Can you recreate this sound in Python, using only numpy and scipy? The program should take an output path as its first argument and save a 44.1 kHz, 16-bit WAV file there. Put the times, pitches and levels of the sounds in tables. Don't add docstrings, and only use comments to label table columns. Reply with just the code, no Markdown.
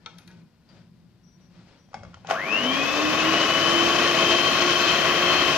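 import sys
import numpy as np
from scipy import signal
from scipy.fft import rfft, irfft
from scipy.io import wavfile
from scipy.ndimage import uniform_filter1d

SR = 44100
rng = np.random.default_rng(int(sys.argv[2]) if len(sys.argv) > 2 else 0)


def digitize_waveform(pressure):
    field = np.atleast_2d(pressure).T
    bounded = np.clip(field, -1, 1)
    quanta = np.round(bounded * 32767).astype(np.int16)
    wavfile.write(sys.argv[1], SR, quanta)


def boost_factor(decibels):
    exponent = np.asarray(decibels, float) / 20
    return 10 ** exponent


N = 245637
T = np.arange(N) / SR
HZ = np.fft.rfftfreq(N, 1 / SR)

BLADES, SLOTS = 9, 12
MAINS_HZ, START_S, FULL_HZ = 50, 2.33, 354.7
JOLT_S, JOLT_RISE_DB_S, JOLT_FALL_DB_S = 2.31, 523, 173
TOP_HZ, LEAD_S = 15550, 4.5e-5

# (frequency [Hz], density [dB per Hz])
KITCHEN_SHAPE = [(15, -49), (40, -8), (60, -1), (226, 0.5), (347, -15), (376, -12), (678, -25), (887, -50),
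                 (1010, -16), (1130, -50), (4560, -30), (15200, -58)]
# (frequency [Hz], density [dB per Hz])
RUSTLE_SHAPE = [(180, 0.5), (300, 4), (404, -2), (553, 1), (1190, -5), (1940, -6.5), (3620, -10),
                (4810, -10.5), (9000, -31.5), (11700, -65), (19800, -120)]
# (frequency [Hz], width [Hz], level [dB])
SCRAPE_MODES = [(537, 59, -2), (1440, 210, 0), (2500, 140, -7), (4850, 120, -8)]
# (time [s], length [s], level [dB])
STROKES = [(0.04, 0.18, -61), (.27, 0.12, -62), (.71, 0.067, -58.5), (1.4, 0.05, -64.5),
           (1.55, 0.07, -58.5), (1.68, 0.059, -57.5), (1.94, 0.26, -60.5)]
# (time [s], length [s], level [dB])
BUMPS = [(0, .01, -55), (.05, 0.12, -53.5), (.27, 0.18, -51.5), (.73, 0.1, -52), (.9, 0.26, -55),
         (1.25, 0.02, -55), (1.38, 0.13, -55.5), (1.56, 0.088, -53.5), (1.86, 0.014, -55),
         (1.95, 0.18, -50.5), (2.24, .1, -51)]
# (frequency [Hz], width [Hz], level [dB])
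COUNTER_MODES = [(116, 20, -5), (172, 27, 1), (226, 38, -8.5), (347, 39, -17)]
# (frequency [Hz], frequency [Hz])
WIRES_HZ = (5790, 3257)
# (time [s], length [s], level [dB])
SING_HIGH = [(1.245, 0.12, -70), (1.41, .06, -76), (1.79, 0.065, -74), (1.89, .02, -74), (2.0, .1, -82)]
# (time [s], length [s], level [dB])
SING_LOW = [(1.76, .03, -82), (1.86, .24, -77)]
# (time [s], peak [dB], thud [Hz], crack [dB])
KNOCKS = [(0.05, -59, 1750, -8), (0.0598, -26.5, 1310, -12), (0.182, -53, 1710, 5),
          (0.1845, -41.5, 2000, -0.5), (0.219, -58, 1500, -1), (0.2765, -49, 2400, 8),
          (0.285, -62, 2400, 0), (0.304, -55, 1810, -7), (0.313, -55, 497, 2), (0.327, -59, 497, 4),
          (1.887, -51, 700, -17), (1.915, -53, 549, -30), (1.931, -39, 1170, -19), (1.942, -20.5, 774, -18),
          (2.033, -30.5, 620, -20), (2.049, -37, 1150, -17), (2.132, -48, 1410, -16),
          (2.142, -34.5, 1380, -9.5), (2.17, -44, 850, -19), (2.247, -34.5, 800, -24),
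          (2.27, -32.5, 726, -1), (2.288, -26.5, 714, -25), (2.299, -15, 1180, -16),
          (2.304, -18, 1100, -14), (2.309, -9, 662, -21.5)]
# (time [s], peak [dB])
TICKS = [
    (0.184, -48),
    (0.275, -51),
    (1.943, -62),
]
# (time [s], frequency [Hz], level [dB], t60 [s])
SQUEAKS = [(0.0, 1750, -65, .4), (0.186, 10300, -63, .12), (0.186, 11200, -67, .12),
           (0.186, 13700, -66, .05), (0.279, 10200, -67, 0.1), (0.279, 11000, -71, 0.1),
           (0.2, 2470, -64, 0.3), (0.279, 2440, -61, 0.41), (.285, 1670, -58, .25), (.29, 920, -62, .3),
           (.303, 1500, -61, .3), (.305, 1900, -57, .08), (.33, 410, -55, .2), (0.69, 4740, -57, 0.16),
           (2.033, 5520, -56, 0.035), (2.143, 3150, -47, 0.033)]
# (frequency [Hz], level [dB], t60 [s])
LATCH_MODES = [(480, -14, .12), (900, -10, .14), (1340, -4, .07), (1475, -9, .12), (1750, -14, .1),
               (2200, -1, .035), (2400, -9, .1), (2700, -3, .025), (3257, 2, .035), (3700, 4, .022),
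               (4290, -2, .03), (5701, -13, .025), (6300, -15, .05)]
# (frequency [Hz], level [dB], t60 [s])
STEEL_MODES = [(563, -6.5, 0.28), (634, -9, 0.1), (820, -13, 0.07), (1060, -7, 0.039), (1518, -14, 0.092),
               (2170, -13.5, 0.25), (3300, -23, 0.18), (5110, -15, 0.064), (5840, -24, .12),
               (6600, -20, .07)]
# (frequency [Hz], width [Hz], level over roar [dB])
HOUSING_MODES = [(157, 15, 4.5), (297, 36, -2.5), (430, 33, -2.5), (547.5, 19, 5.5), (651, 38, 7),
                 (712, 18, -1), (1104, 108, 8), (1942, 65, -1), (2576, 166, 7), (3063, 190, 5.5)]
# (time [s], length [s], level [dB])
ROCKS = [(1.95, .02, -52), (1.99, .03, -51), (2.04, 0.064, -53.5), (2.14, .08, -56)]
# (frequency [Hz], width [Hz], level [dB])
BRUSH_BANDS = [(9000, 880, -59), (10400, 1800, -58.5), (11470, 1100, -60.5), (12270, 1100, -60.5),
               (13230, 1000, -57), (14400, 1000, -61), (14800, 500, -64.5), (15330, 300, -69)]
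# (level at full speed [dB], slope [dB per octave of speed], starting jolt [dB])
ROAR_LAYERS = [
    (-27, 9.5, -32.5),
    (-26, 10.5, -30.5),
    (-28, 16, -42),
    (-29, 18, -37.5),
]
# (frequency [Hz], density [dB per Hz])
ROAR_SHAPE = [(18, -54), (30, -25.5), (304, -5.5), (342, -8), (386, -7.5), (652, -7), (932, -10.5),
              (1080, -6.5), (2200, -6), (3070, -5.5), (3630, -10.5), (6290, -16), (9000, -42.5),
              (11700, -64), (19800, -120)]
# (speed missing [Hz], time constant [s])
SPIN_LAGS = [
    (108, .095),
    (170.6, .6),
]
# (level at full speed [dB], slope [dB per octave of speed], current gain [dB per unit])
TONE_LAWS = [
    (-33, 12, 10.5),
    (-41.5, 5.5, 7),
    (-50.5, 14, 43.5),
    (-66.5, 7, 28),
]
# (shaft multiple [-], level at full speed [dB])
OVERTONES = [(2, -42), (4, -44), (11, -52), (13, -60), (16, -58), (18, -62), (23, -76), (25, -74),
             (27, -76), (28, -76), (29, -74), (30, -74)]
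# (frequency [Hz], width [Hz], level [dB])
CASING_MODES = [(292, 73, 8.5), (2510, 560, 14.5), (3030, 470, 13.5)]
# (frequency [Hz], width [Hz], level [dB])
CORE_MODES = [(2700, 370, 19.6), (3100, 250, 16), (3540, 520, 3.6), (4317, 160, 5.6), (5230, 720, 15.6),
              (6560, 1200, 9.5)]
# (frequency [Hz], width [Hz], level [dB])
UPPER_CORE_MODES = [(3500, 500, 5), (4250, 300, 11), (5250, 500, 13), (6560, 1200, 5)]
# (time [s], shaft [dB], fan [dB], slot [dB])
TONE_DRIFTS = [(2.36, -18, -11, 5), (2.42, -15, -4, 5), (2.48, -9, -8, -4), (2.52, -2, -3, -1.5),
               (2.6, -4, -12, -1), (2.66, 6, -12, -0.5), (2.8, -3, -2.5, -0.5), (2.95, -3, -4.5, -4),
               (3.04, 5, -10.5, 0), (3.15, -5.5, -7, 0), (3.3, 6, -1.5, 1), (3.47, -5, 1.5, 1), (3.62, 2.5, 2, 3),
               (3.75, 4.5, 0.5, -3), (3.9, -2, -5, 4), (4.05, -3, -10, 3), (4.16, 2, -6, 1), (4.23, 2, 3.5, -2),
               (4.33, 4, -1, 2), (4.45, -2, -3.5, 8), (4.6, 3, -1, 6), (4.72, 3, -2, 1), (4.82, 0, -7, 10),
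               (4.92, -2, -6, 8.5), (5.0, -5, -4, 2), (5.1, 2, -7, 3.5), (5.2, 2, -2, 3.5), (5.35, -2, -7, 10),
               (5.47, -3, -5, 5), (5.55, -2, -6, -4)]
# (frequency [Hz], width [Hz])
CAVITIES = [(2590, 94), (3110, 130)]
# (time [s], lower cavity [dB], upper cavity [dB])
HOWL_LEVELS = [(2.7, -60, -60), (2.9, -37, -52), (3.2, -32, -45), (3.4, -38, -45), (4.0, -46, -33),
               (4.5, -38, -33.5), (4.8, -44, -38), (4.95, -44, -28), (5.05, -46, -36), (5.2, -47, -31),
               (5.4, -49, -35), (5.57, -46, -33)]
# (frequency [Hz], correlation [-1..1])
LIKENESS = [(60, 0.91), (130, 0.97), (290, 0.72), (640, 0.82), (1400, 0.69), (3070, 0.72), (6730, -0.35),
            (14800, -0.16)]
# (frequency [Hz], level [dB])
LEFT_BIAS = [(60, 0.6), (110, 3), (200, 1.5), (380, 0), (690, 3.5), (1280, 2), (2360, 7), (4350, 10),
             (8020, 13.5), (14800, 43)]


def across(points):
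    hz, value = np.transpose(points)
    return np.interp(np.log(HZ + 1), np.log(hz), value)


def unit(x):
    return x / np.sqrt(np.mean(x ** 2))


def shaped(gain):
    return unit(irfft(rfft(rng.standard_normal((2, N))) * gain, N))


def peaks(modes, at=HZ):
    return sum(boost_factor(2 * db) / (1 + (2 * (at - hz) / width) ** 2) ** 2 for hz, width, db in modes)


def resonant(modes):
    return shaped(np.sqrt(peaks(modes)))


def walk(rate_hz):
    hold = int(SR / rate_hz)
    steps = np.repeat(rng.standard_normal(N // hold + 1), hold)
    return 0.96 * uniform_filter1d(uniform_filter1d(steps, hold), hold)[:N]


def swells(table, rise_db_s, fall_db_s, rest_db):
    level = np.full(N, rest_db, float)
    for s, hold_s, db in table:
        rise_db = rise_db_s * np.maximum(s - T, 0)
        fall_db = fall_db_s * np.maximum(T - s - hold_s, 0)
        level = np.maximum(level, db - rise_db - fall_db)
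    return level


def echoes(x, t60):
    t = T[:int(t60 * SR)]
    tail = rng.standard_normal(len(t)) * boost_factor(-60 * t / t60)
    return signal.fftconvolve(x, tail / np.sqrt(np.sum(tail ** 2)))[:N]


def scattered(x):
    return np.array([x, echoes(x, 0.2)])


def band(order, low_hz, high_hz, x):
    return signal.sosfilt(signal.butter(order, (low_hz, high_hz), "band", fs=SR, output="sos"), x)


def kitchen():
    return boost_factor(-61) * shaped(boost_factor(across(KITCHEN_SHAPE))) + boost_factor(-84) * shaped(HZ > 7000)


def wires():
    out = np.zeros(N)
    for sing, hz in zip((SING_HIGH, SING_LOW), WIRES_HZ):
        level_db = swells(sing, 900, 400, rest_db=-120) + 4.5 * walk(60)
        out += boost_factor(level_db) * np.sin(2 * np.pi * hz * T + 2.2 * walk(90))
    return np.sqrt(2) * scattered(out)


def handling():
    fade = np.clip((2.36 - T) / 0.07, 0, 1)
    rustle_db = swells(STROKES, 164, 77, rest_db=-68.5) + 0.75 * walk(59.2)
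    bump_db = swells(BUMPS, 200, 240, rest_db=-73)
    rustle = boost_factor(rustle_db) * shaped(boost_factor(across(RUSTLE_SHAPE)) * np.sqrt(1 + peaks(SCRAPE_MODES)))
    bumps = boost_factor(bump_db) * resonant(COUNTER_MODES)
    return fade * (rustle + bumps + wires())


def struck_ring(s, t, grit):
    if s < 1:
        modes, ring_db = LATCH_MODES, -9
    elif 1.935 < s < 2.1:
        modes, ring_db = STEEL_MODES, -14
    else:
        modes = [(hz, db - 7, min(3 / width, .04)) for hz, width, db in HOUSING_MODES]
        ring_db = -13
    ring = np.zeros(len(t))
    jitter = 1 + 0.02 * np.cumsum(grit)
    for hz, db, t60 in modes:
        loss, phase = rng.random(2)
        ring += boost_factor(ring_db + db - 1.4 * loss - 60 * t / t60) * np.sin(2 * np.pi * (hz * t + phase * jitter))
    n = 600
    contacts = np.abs(grit[:n]) * (np.arange(n) % 97 == 0) / 3 + (t[:n] == 0)
    scuff = contacts * boost_factor(-60 * t[:n] / 0.018)
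    return signal.fftconvolve(ring, scuff / np.sqrt(np.sum(scuff ** 2)))[:len(t)]


def knock(s, thud_hz, crack_db, t):
    grit = rng.standard_normal(len(t))
    thud_db = -12 - 0.63 * crack_db
    tone = np.sin(2 * np.pi * thud_hz * t + 0.05 * np.cumsum(grit))
    thud = (tone + 0.9 * band(3, 250, 1800, grit)) * boost_factor(thud_db - 1.0 - 60 * t / 0.029)
    crack_top_hz = 6300 if s < 1 else 7000
    crack = band(7, 1600, crack_top_hz, grit) * boost_factor(crack_db + 4 - 60 * t / .02)
    blow = (thud + crack + struck_ring(s, t, grit)) * np.minimum(t / 0.0012, 1)
    return band(4, 330, 8200, blow)


def tick(t):
    decay = boost_factor(-10.5 - 60 * t / 0.063) * (1 + 4 * boost_factor(-600 * t / 0.031))
    return band(2, 7000, 15300, rng.standard_normal(len(t))) * decay


def squeak(hz, t60, t):
    quiver = np.cumsum(rng.standard_normal(len(t))) * hz * 2.2e-5
    return boost_factor(-60 * t / t60) * np.sin(2 * np.pi * hz * t + quiver)


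def knocks():
    t = T[:SR // 2]
    events = [(s, db, knock(s, thud_hz, crack_db, t)) for s, db, thud_hz, crack_db in KNOCKS]
    events += [(s, db, tick(t)) for s, db in TICKS]
    events += [(s, db, squeak(hz, t60, t)) for s, hz, db, t60 in SQUEAKS]
    out = np.zeros(N + SR)
    for s, db, sound in events:
        start = int(s * SR)
        out[start:start + len(t)] += boost_factor(db) * sound
    direct = out[:N]
    tail = boost_factor(-7.0) * np.array([echoes(direct, 0.42), echoes(direct, 0.51)])
    return np.array([direct, echoes(direct, 0.022)]) + tail


def bowl_rocking():
    return boost_factor(swells(ROCKS, 600, 300, rest_db=-120)) * resonant([(95, 60, 0)])


def shaft_hz():
    since = T - START_S
    missing_hz = sum(hz * np.exp(-np.maximum(since, 0) / lag_s) for hz, lag_s in SPIN_LAGS)
    return np.where(since < 0, 0, FULL_HZ - missing_hz)


def octaves(hz):
    return np.log2(np.maximum(hz, 1e-3) / FULL_HZ)


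def brushes():
    spark = boost_factor(swells([(JOLT_S - .01, .02, -7.5)], 900, 127, rest_db=-200))
    hiss = sum(boost_factor(db + 2.0 * walk(30)) * resonant([(hz, width, 0)]) for hz, width, db in BRUSH_BANDS)
    return np.hypot((shaft_hz() / FULL_HZ) ** 2.44, spark) * hiss


def roar():
    colour = boost_factor(across(ROAR_SHAPE)) * np.sqrt(1 + peaks(HOUSING_MODES))
    below = [0, *(1 / (1 + (HZ / edge_hz) ** 8) for edge_hz in (900, 1900, 3400)), 1]
    splash_db = 1.2 * walk(70)
    jolt = boost_factor(swells([(JOLT_S, 0, 0)], JOLT_RISE_DB_S, JOLT_FALL_DB_S, rest_db=-200))
    slow = octaves(shaft_hz())
    out = np.zeros((2, N))
    for (db, slope_db, jolt_db), lower, upper in zip(ROAR_LAYERS, below, below[1:]):
        level = np.hypot(boost_factor(db + slope_db * slow), boost_factor(jolt_db) * jolt)
        flutter_db = splash_db + 0.34 * walk(24.92) + 1.05 * walk(3.175)
        out += level * boost_factor(flutter_db) * shaped(colour * np.sqrt(upper - lower))
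    return out


def tone_levels(hz, load):
    at, *drifts = np.transpose(TONE_DRIFTS)
    multiples = (1, BLADES, SLOTS, 2 * SLOTS)
    bodies = (CASING_MODES, CASING_MODES, CORE_MODES, UPPER_CORE_MODES)
    drifts = (*drifts, 0 * at)
    sways_db = (.8, .8, 1.8, 4.5)
    levels = []
    for k, body, law, drift_db, sway_db in zip(multiples, bodies, TONE_LAWS, drifts, sways_db):
        db, slope_db, pull_db = law
        drive_db = db + slope_db * octaves(hz) + pull_db * load
        body_db = 10 * np.log10(1 + peaks(body, k * hz))
        levels.append(drive_db + body_db + np.interp(T, at, drift_db) + sway_db * walk(6.99))
    return levels


def whine():
    hz = shaft_hz()
    turn = 2 * np.pi * np.cumsum(hz * (1 + 0.000974 * walk(25.21))) / SR
    load = np.clip(1 - hz / 370, 0, 1)
    shaft_db, fan_db, slot_db, double_db = tone_levels(hz, load)
    mains = 4 * np.pi * MAINS_HZ * T + 1.9
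    throb = 1 + 1.8 * load * np.cos(mains)
    lurch = 0.2 * load * np.sin(mains)

    tones = boost_factor(shaft_db - 3.0 + 2.7 * walk(22.24)) * np.sin(turn + 0.34 * walk(30))
    for k, db in OVERTONES:
        tones += (hz / 350) ** 2 * boost_factor(db + 4.5 * walk(16)) * np.sin(k * turn)

    rub = 1.5 * walk(260)
    slot = boost_factor(slot_db) * np.sin(SLOTS * turn + lurch + 0.2 * rub)
    double = np.sin(2 * SLOTS * turn + 2 * lurch + 0.9 * rub)
    triple = load ** 3 * np.sin(3 * SLOTS * turn + rub)
    tones += throb * (slot + boost_factor(double_db - 2.5 + 5.0 * walk(28)) * (double + triple))

    blur = (.65 + 1.8 * load) * walk(110)
    tones += boost_factor(fan_db + 4 * walk(35)) * np.sin(BLADES * turn + blur)
    return np.sqrt(2) * scattered(tones)


def howl():
    at, *levels = np.transpose(HOWL_LEVELS)
    out = np.zeros((2, N))
    for (hz, width), db in zip(CAVITIES, levels):
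        level_db = np.interp(T, at, db, left=-120) + 2.35 * walk(30)
        out += boost_factor(level_db) * resonant([(hz, width, 0)])
    return out


def ports(direct, diffuse):
    size = 2 * N
    hz = np.fft.rfftfreq(size, 1 / SR)
    like = np.interp(hz, HZ, np.clip(across(LIKENESS), 0, 1))
    bias = np.interp(hz, HZ, boost_factor(across(LEFT_BIAS)))
    left = rfft(direct, size)
    lead = np.exp(2j * np.pi * hz * LEAD_S)
    right = (like * lead * left + np.sqrt(1 - like ** 2) * rfft(diffuse, size)) / bias
    middle = np.sqrt(1 + 2 * like / bias + bias ** -2) / 2
    return irfft(np.array([left, right]) / middle, size)[:, :N]


def scene():
    before = kitchen() + handling() + knocks() + bowl_rocking()
    running = brushes() + roar() + whine() + howl()
    return ports(*(before + running))


def gate(x):
    hz, _, z = signal.stft(x, SR, nperseg=1024)
    patch = uniform_filter1d(uniform_filter1d(np.abs(z) ** 2, size=6, axis=1), size=3, axis=2)
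    top = (hz > 7600) & (hz < TOP_HZ)
    keep = (patch > .52 * patch[:, top].mean(axis=1, keepdims=True)) | ~top[:, None]
    return signal.istft(z * keep, SR, nperseg=1024)[1][:, :N]


def band_limit(x):
    return signal.sosfilt(signal.butter(12, 15550, fs=SR, output="sos"), x)


def record(dry):
    low_pass = signal.ellip(10, .2, 70, TOP_HZ, fs=SR, output="sos")
    mix = gate(signal.sosfilt(low_pass, dry))
    return band_limit(mix)


dry = scene()
out = record(dry)
digitize_waveform(out)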